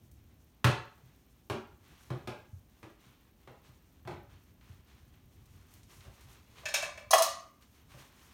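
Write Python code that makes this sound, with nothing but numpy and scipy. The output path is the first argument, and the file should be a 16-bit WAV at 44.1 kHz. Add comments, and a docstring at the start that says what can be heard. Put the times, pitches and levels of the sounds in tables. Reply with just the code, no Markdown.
"""First come a low room rumble, soft microphone hiss and a faint electrical tick about ten times a second.
Hands, cloth and sleeves rustle over this (noise made of tiny slips), with light touches of fingertips.
Cups and dishes knock dully in a steel sink: a crack, the basin's short ringing and a swelling thump.
Near the end a lid clatters and a pot rings out, as sums of decaying tones under short noise bursts.
The touches, knocks, bumps, lid and pot echo from the hard walls of a small kitchen."""
import sys
import numpy as np
from scipy import signal
from scipy.fft import rfft, irfft, next_fast_len
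from scipy.io import wavfile
from scipy.ndimage import uniform_filter1d

SR = 44100
rng = np.random.default_rng(int(sys.argv[2]) if len(sys.argv) > 2 else 0)


def voltage_ratio(decibels):
    """Convert decibels (scalar or array-like) to amplitude ratios, 20 dB per decade."""
    exponent = np.asarray(decibels, float) / 20
    return 10 ** exponent


def master(y):
    """Save y as 16-bit WAV."""
    cut = np.clip(np.atleast_2d(y).T, -1, 1)
    pcm = np.round(cut * 32767)  # scale
    wavfile.write(sys.argv[1], SR, pcm.astype(np.int16))


N = 367353  # length in samples
T = np.arange(N) / SR  # time in seconds

# Most levels in the tables are relative: the functions below add their own offsets.
# slow course of the low room rumble: t/s, level/dB
RUMBLE_LEVEL = [(0.0, -60), (0.44, -67), (0.74, -69), (1.07, -70), (2.06, -64.5), (2.2, -59), (2.83, -77.5),
                (4.06, -67.5), (4.24, -65), (4.41, -63), (6.77, -61), (7.61, -71.5), (8.03, -61),
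                (8.33, -78)]
# tone colour of the steady hiss: f/Hz, level/dB
HISS_COLOUR = [(12, -46), (20, -27), (65, 0.5), (91, -10.5), (124, -12), (179, -11), (230, -9),
               (403, -17.5), (438, -22), (668, -24), (860, -26.5), (1050, -42), (7680, -55), (15100, -31.5),
               (16400, -48)]
# strokes of hand and cloth: start t/s, length t/s, rubbing level/dB, fine rustle level/dB
STROKES = [(0.03, 0.021, -91, -77), (1.028, 0.059, -73, -75), (1.26, .12, -91, -81),
           (1.779, 0.38, -66, -74), (2.706, 0.14, -75, -79), (2.973, 0.15, -68, -77.5),
           (3.38, 0.078, -72.5, -78), (3.62, 0.063, -66, -74.5), (4.285, 0.045, -66, -81),
           (4.6, 0.11, -68, -78), (4.841, 0.11, -67.5, -82), (5.102, 0.031, -72.5, -77.5),
           (5.306, 0.028, -72, -75), (5.428, 0.34, -70.5, -75.5), (5.69, 0.031, -80, -68),
           (5.875, 0.07, -63, -64), (5.976, 0.25, -65.5, -69.5), (6.266, 0.074, -63, -68),
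           (6.47, 0.13, -67, -70), (6.551, 0.048, -58, -84), (7.6, 0.014, -69, -69.5),
           (7.719, .05, -68, -71.5), (7.882, 0.059, -62.5, -65.5), (7.968, 0.032, -59.5, -66),
           (8.11, 0.23, -65, -68.5)]
# tone colour of the coarse rubbing: f/Hz, level/dB
RUB_COLOUR = [(180, -39.5), (300, -5), (405, -2), (603, -7.5), (1060, -0.5), (1150, -1), (1340, -3.5),
              (3190, -5), (16000, -27.5)]
# tone colour of the fine rustle: f/Hz, level/dB
FINE_COLOUR = [(3000, -2.5), (6000, 10), (9000, 7), (12000, 6), (16000, -0.5)]
# touches of fingertips and nails: t/s, level/dB, centre f/Hz
TAPS = [(.114, -65, 11400), (1.881, -71, 9100), (4.611, -61, 2180), (5.14, -63, 2000), (5.456, -67.5, 6000),
        (5.738, -58.5, 11000), (5.832, -62, 5640), (6.007, -56, 2600), (6.05, -61, 980),
        (6.209, -62.5, 7760), (6.582, -54.5, 2500), (7.623, -61, 2960)]
# how long the room echoes at each pitch: f/Hz, time to fall by 60 dB t/s
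ROOM_T60 = [(60, 0.35), (150, 0.26), (350, 0.37), (700, 0.4), (1500, 0.48), (3500, 0.39), (7000, 0.37),
            (14000, 0.18)]
# dishes set down on the basin: t/s, plate level/dB, crack level/dB, thump f/Hz, thump level/dB
KNOCKS = [(0.6436, -30, -18.5, 119.7, -20), (1.4989, -40, -32.5, 111, -36.5),
          (2.1033, -46.5, -44.5, 128, -33.5), (2.2738, -45, -36, 117, -43), (2.829, -56, -48.5, 112, -52),
          (3.474, -55.5, -55, 128, -55.5), (4.0513, -59.5, -60, 118, -44.5),
          (4.0746, -45.5, -43.5, 152, -50), (4.1094, -55.5, -49, 151, -48), (4.2955, -75, -63, 71, -73),
          (6.051, -64, -56, 83, -56), (7.9412, -62, -75, 133.4, -52.5)]
# ringing modes of the basin: f/Hz, level/dB, time to fall by 60 dB t/s
BASIN_MODES = [(230, -10.5, 0.18), (274, -4, 0.036), (347.7, 4.5, 0.099), (417, -2.5, 0.059),
               (505, -1, 0.047), (567, 0.5, 0.087), (651.5, -11, 0.13), (733.7, -7, 0.098), (825, -9, 0.22),
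               (1010, -10, 0.099), (1255, -9, 0.038)]
# soft bumps against the cabinet, thump only: t/s, f/Hz, level/dB
BUMPS = [(1.029, 128, -53), (2.526, 99.2, -43), (3.0643, 120, -58.5), (3.6874, 116, -56),
         (4.1295, 80.4, -49), (4.6945, 103, -47.5)]
# borders between the three bands of ringing in the hit tables: f/Hz
RING_BORDERS = [1400, 3500]
# blows on the lid: t/s, clatter level/dB, then ring level/dB in the low, middle and high band
LID_HITS = [(6.632, -74, -52.5, -74, -82.5), (6.655, -28.5, -45, -32.5, -44), (6.685, -32, -54, -45, -47.5),
            (6.74, -12.5, -40, -30, -31), (6.825, -23, -38.5, -36, -47), (6.975, -38, -50, -46, -62)]
# ringing modes of the lid: f/Hz, level/dB, time to fall by 60 dB t/s
LID_MODES = [(586, 3, .12), (661, -5.5, 0.24), (785, -11.5, 0.11), (1038, -1.5, 0.15), (1188, -5.5, 0.12),
             (1544, -13.5, 0.092), (1753, 0, 0.09), (2000, -15.5, 0.029), (2320, -3, .1), (2600, -2, 0.12),
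             (3260, -8.5, 0.083), (3730, -8, 0.34), (4180, -1.5, .1), (4670, -4.5, 0.086), (5320, -3, 0.17),
             (5880, -6.5, 0.13), (6220, 9.5, 0.015), (6530, 3, 0.073), (7130, -2.5, 0.089),
             (7600, -9, 0.077), (8830, -9, 0.11), (9200, -9, 0.061), (10420, -14.5, .06),
             (12240, -7.5, .05)]
# blows on the pot: t/s, clatter level/dB, then ring level/dB in the low, middle and high band
POT_HITS = [(7.1075, -24, -34, -48, -32.5), (7.111, -18, -36.5, -45.5, -27.5),
            (7.1164, -16.5, -40.5, -46.5, -40.5), (7.1316, -14.5, -16.5, -21, -35.5),
            (7.1371, -9.5, -18.5, -31, -31), (7.1504, -18.5, -30.5, -43.5, -41.5),
            (7.1804, -17.5, -32, -39.5, -33), (7.222, -9, -40, -42.5, -33)]
# ringing modes of the pot: f/Hz, level/dB, time to fall by 60 dB t/s
POT_MODES = [(566, -12, 0.57), (657, 3.5, 0.17), (725, -9, 0.22), (793, -13.5, 0.13), (990, -19, .3),
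             (1082, -3.5, 0.55), (1080, -16, 0.19), (1146, -4.5, 0.42), (1198, -3, 0.55),
             (1710, -8.5, 0.074), (1827, -3, 0.13), (1922, -3, .3), (2090, -20, 0.78), (2550, -7.5, 0.34),
             (2883, -5.5, 0.22), (3272, -4.5, 0.16), (3520, -18.5, 0.17), (4085, -4, 0.2), (4590, -3, 0.11),
             (5250, -4, 0.17), (5400, -7, 0.17), (5860, -8, 0.2), (6235, 4, 0.042), (6550, -1, 0.096),
             (6740, -1.5, 0.1084), (8220, 3, 0.064), (9370, 0.5, 0.036), (9830, 0, 0.11),
             (11170, -7, 0.051), (11800, -11.5, 0.04)]
# dips in the response of the microphone port: centre f/Hz, width f/Hz, level/dB
MIC_DIPS = [(25, 12, -4.5), (4876, 230, -2.5), (7650, 610, -2.5), (10500, 700, -4)]

TICK_FIRST_S, TICK_EVERY_S = 0.0357, 0.1024
REST_RUB_DB, REST_FINE_DB = -76, -78.5  # sleeves never quite rest
STROKE_ATTACK_S, STROKE_T60_S = 0.023, 0.72
STROKE_SWELL = 0.16  # share of the stroke's length that is added to its attack
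THUMP_T60_S, THUMP_RISE_S = 0.11, 0.0088


def curve(table, column):
    """One column of a table, joined in time with rounded corners."""
    points = np.array(table)
    return uniform_filter1d(np.interp(T, points[:, 0], points[:, column]), size=800)


def unit(x):
    """Scale to rms 1."""
    return x / np.sqrt(np.mean(x ** 2))


def colour(x, spectrum):
    """Filter a sound so that its pitches follow (f/Hz, level/dB) points."""
    size = next_fast_len(len(x))
    hz, db = np.transpose(spectrum)
    log_f = np.log(np.fft.rfftfreq(size, 1 / SR) + 1)
    gain = voltage_ratio(np.interp(log_f, np.log(hz), db))
    return irfft(rfft(x, size) * gain, size)[:len(x)]


def band(x, lo_hz, hi_hz):
    """Causal band-pass."""
    edges = np.clip([lo_hz, hi_hz], 20, 0.45 * SR)
    return signal.sosfilt(signal.butter(2, edges, "band", fs=SR, output="sos"), x)


def walk(rate):
    """Random levels held for 1 / rate seconds, then smoothed twice and scaled to rms 1."""
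    hold = int(SR / rate)
    steps = np.repeat(rng.standard_normal(N // hold + 1), hold)
    smooth = uniform_filter1d(uniform_filter1d(steps, hold), hold)
    return unit(smooth[:N])


def fade(t, t60):
    """Exponential decay that falls by 60 dB in t60 seconds (at least 0.01 s)."""
    return np.exp(-np.log(1000) * t / np.maximum(t60, 0.01))


def add(track, s, sound):
    """Mix a sound into the track at time s."""
    i = int(s * SR)
    track[i:i + len(sound)] += sound[:N - i]


def background():
    """Steady hiss, a wavering low rumble and an electrical tick made of evenly spaced, filtered clicks."""
    hiss = unit(colour(rng.standard_normal(N), HISS_COLOUR)) * voltage_ratio(-65.5)
    rumble_db = curve(RUMBLE_LEVEL, 1) + 3 * walk(31)
    rumble = unit(band(rng.standard_normal(N), 52, 120)) * voltage_ratio(rumble_db)
    clicks = np.zeros(N)
    clicks[(np.arange(TICK_FIRST_S, N / SR, TICK_EVERY_S) * SR).astype(int)] = 1
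    return hiss + rumble + voltage_ratio(-42) * band(clicks, 12000, 16000)


def strokes(column, rest_db):
    """Strength of the rubbing: each stroke rises and, once its length is over, dies away; powers add."""
    power = voltage_ratio(rest_db) ** 2
    for row in STROKES:
        start_s, length_s = row[:2]
        t = T - start_s
        rise = np.clip(t / (STROKE_ATTACK_S + STROKE_SWELL * length_s), 0, 1)
        shape = rise * fade(np.maximum(t - length_s, 0), STROKE_T60_S)
        power = power + (voltage_ratio(row[column]) * shape) ** 2
    return np.sqrt(power)


def rustle():
    """Cloth and wet fingers: dense tiny slips of uneven strength, coarse in the middle and fine at the top."""
    unevenness = np.minimum(rng.exponential(size=(2, N)), 7)
    slips = rng.standard_normal((2, N)) * voltage_ratio(2.4 * unevenness)
    rub = unit(colour(slips[0], RUB_COLOUR)) * strokes(column=2, rest_db=REST_RUB_DB)
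    fine = unit(colour(slips[1], FINE_COLOUR)) * strokes(column=3, rest_db=REST_FINE_DB)
    # both flicker in level, each on its own
    return rub * voltage_ratio(1.2 * walk(30)) + fine * voltage_ratio(1.8 * walk(30))


def burst(t, length_s):
    """A brief contact of unit energy: decaying noise with the peaks and holes of its spectrum flattened."""
    even = rng.standard_normal(len(t))
    for _ in range(2):
        spectrum = rfft(even * np.exp(-t / length_s))
        even = irfft(spectrum / np.abs(spectrum), len(t))
    even = even * np.exp(-t / (4 * length_s))
    return unit(even) / np.sqrt(len(t))


def taps():
    """Light touches: short noise bursts, each about two octaves wide."""
    out = np.zeros(N)
    for s, db, hz in TAPS:
        touch = burst(T[:SR // 8], 0.011)
        add(out, s, voltage_ratio(db + 28) * band(touch, 0.44 * hz, 1.8 * hz))
    return out


def room(x, build_s):
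    """Dense echo of the tiled walls: noise whose decay time depends on pitch, drawn anew at each call."""
    t, tail = T[:SR * 3 // 4], 0
    hz, t60 = np.transpose(ROOM_T60)
    for centre in 62.5 * 2 ** np.arange(0, 8.5, 0.5):  # half-octave bands
        part = band(rng.standard_normal(len(t)), centre / 2 ** 0.25, centre * 2 ** 0.25)
        tail = tail + part * fade(t, np.interp(np.log(centre), np.log(hz), t60))
    spectrum = rfft(tail * (1 - np.exp(-t / build_s)))
    # many overlapping modes: no broad band of pitches is favoured
    power = uniform_filter1d(np.abs(spectrum) ** 2, size=45)
    tail = irfft(spectrum / np.sqrt(power), len(t)) * (t < 0.6)
    # walls and air take treble at once
    dull = colour(x, [(60, 4.0), (2500, -1.0), (7000, -3), (12000, -6), (16000, -8.0)])
    return signal.fftconvolve(dull, unit(tail) / np.sqrt(len(t)))[:N]


def ring(modes, db, t, scatter_db, split, rise_s, chatter):
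    """All modes start at the blow; each has two weaker partials close by, as in dented, hand-held ware."""
    hz, mode_db, t60 = np.transpose(modes)[:, :, None]
    gain = voltage_ratio(mode_db + db + scatter_db * rng.standard_normal((len(hz), 1)))
    detune, sign = rng.standard_normal((2, 2, len(hz), 1))
    # loose contact keeps jolting the phase, which blurs each mode over chatter times its pitch
    jolt_size = np.sqrt(2 * np.pi * abs(chatter) * hz / SR)
    jolts = jolt_size * np.cumsum(rng.standard_normal((len(hz), len(t))), axis=1)
    phase = 2 * np.pi * hz * t + jolts
    main = np.sign(sign[0] * detune[0]) * np.sin(phase)
    partials = np.sign(sign) * np.sin(phase * (1 + split * detune))
    cluster = main + 0.63 * np.sum(partials, axis=0)
    return np.sum(gain * fade(t, t60) * cluster, axis=0) * (1 - np.exp(-t / rise_s))


def thump(hz, db, t, t60):
    """The basin's lowest mode swells in; the cabinet under it answers lower, with its own decay."""
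    swell = voltage_ratio(db + 12.5) * (1 - np.exp(-t / THUMP_RISE_S))
    basin = fade(t, t60) * np.sin(2 * np.pi * hz * t)
    cabinet = voltage_ratio(-18.5) * fade(t, 0.085) * np.sin(2 * np.pi * 0.84 * hz * t)
    return -swell * (basin + cabinet)


def knocks():
    """A crack of contact and the basin's modes, each blow with its own echo; thumps swell in just after."""
    out, thumps, t = np.zeros(N), np.zeros(N), T[:SR // 3]
    for s, plate_db, crack_db, hz, thump_db in KNOCKS:
        grit, push = burst(t, 0.012), burst(t, 0.0083)
        crack = voltage_ratio(crack_db + 23) * (band(grit, 760, 3920) + voltage_ratio(-12) * band(grit, 1130, 11000))
        plate = ring(BASIN_MODES, plate_db - 3.5, t, scatter_db=2.5, split=0.05, rise_s=0.0019, chatter=0.041)
        # the low push lies between plate and thump in level
        low_push_db = plate_db + 0.36 * (thump_db - plate_db) + 38
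        low_push = voltage_ratio(low_push_db) * band(push, 172, 480)
        mid_push = voltage_ratio(plate_db + 38.5) * band(push, 400, 1490)
        blow = crack + plate + low_push + mid_push
        add(out, s, blow)
        add(out, s, room(voltage_ratio(5.5) * blow, build_s=0.00045))
        add(thumps, s + 0.0024, thump(hz, thump_db, t, THUMP_T60_S))
    return out, thumps


def bumps():
    """Soft bumps against the cabinet: the thump alone, without crack or plate."""
    out = np.zeros(N)
    for s, hz, db in BUMPS:
        add(out, s + 0.0032, thump(hz, db + 2.5, T[:SR // 3], t60=0.074))
    return out


def metal(hits, modes, clatter_s, split, stifle, chatter, low_hz, high_hz):
    """Each blow stifles part of the earlier ringing and starts it anew, band by band, under a brief clatter."""
    rings, clatter, t = np.zeros(N), np.zeros(N), T[:SR * 3 // 4]
    group = np.searchsorted(RING_BORDERS, np.array(modes)[:, 0])  # low, middle or high band of each mode
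    for s, clatter_db, *bands_db in hits:
        rings *= 1 - stifle * np.clip((T - s) / 0.00077, 0, 1)
        ring_db = np.array(bands_db)[group][:, None]
        add(rings, s, ring(modes, ring_db, t, scatter_db=0.0, split=split, rise_s=0.002, chatter=chatter))
        add(clatter, s, voltage_ratio(clatter_db + 6) * band(burst(t, clatter_s), low_hz, high_hz))
    # small ware radiates no bass
    return band(band(rings, 430, 19000), 430, 19000), clatter


def lid():
    """The lid: modes strongly blurred by loose contact, with a broad clatter."""
    return metal(LID_HITS, LID_MODES, clatter_s=0.0083, split=0.015, stifle=0.4, chatter=0.023,
                 low_hz=704, high_hz=10100)


def pot():
    """The pot: clearer modes, with a shorter and brighter clatter."""
    return metal(POT_HITS, POT_MODES, clatter_s=0.0039, split=0.012, stifle=0.59, chatter=0.008,
                 low_hz=2600, high_hz=15860)


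def scene():
    """All sources with their echoes, over the background; each place in the room has its own echo."""
    touches = taps()
    blows, knock_thumps = knocks()
    thumps = band(knock_thumps + bumps(), 62, 840)
    lid_ring, lid_clatter = lid()
    pot_ring, pot_clatter = pot()
    # how strongly each place feeds its echo
    sink = voltage_ratio(-7) * thumps + voltage_ratio(2.5) * touches
    lid_place = voltage_ratio(-1.0) * lid_ring + voltage_ratio(10) * lid_clatter
    pot_place = voltage_ratio(-2.5) * pot_ring + voltage_ratio(7.5) * pot_clatter
    echo = sum(room(x, build_s=0.00052) for x in (sink, lid_place, pot_place))
    ware = lid_ring + lid_clatter + pot_ring + pot_clatter
    return (background() + rustle() + touches + blows + thumps + ware + echo)[None]


def low_pass(x):
    """Removes everything above the highest recorded frequency."""
    return signal.sosfilt(signal.butter(12, 16530, fs=SR, output="sos"), x)


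def record(dry):
    """The microphone port weakens a few ranges of pitch, each a bell-shaped dip."""
    size = next_fast_len(N)
    hz = np.fft.rfftfreq(size, 1 / SR)
    dips = voltage_ratio(sum(db * np.exp(-((hz - f) / width) ** 2) for f, width, db in MIC_DIPS))
    mix = irfft(rfft(dry, size) * dips, size)[:, :N]
    return low_pass(mix)


dry = scene()
out = record(dry)
master(out)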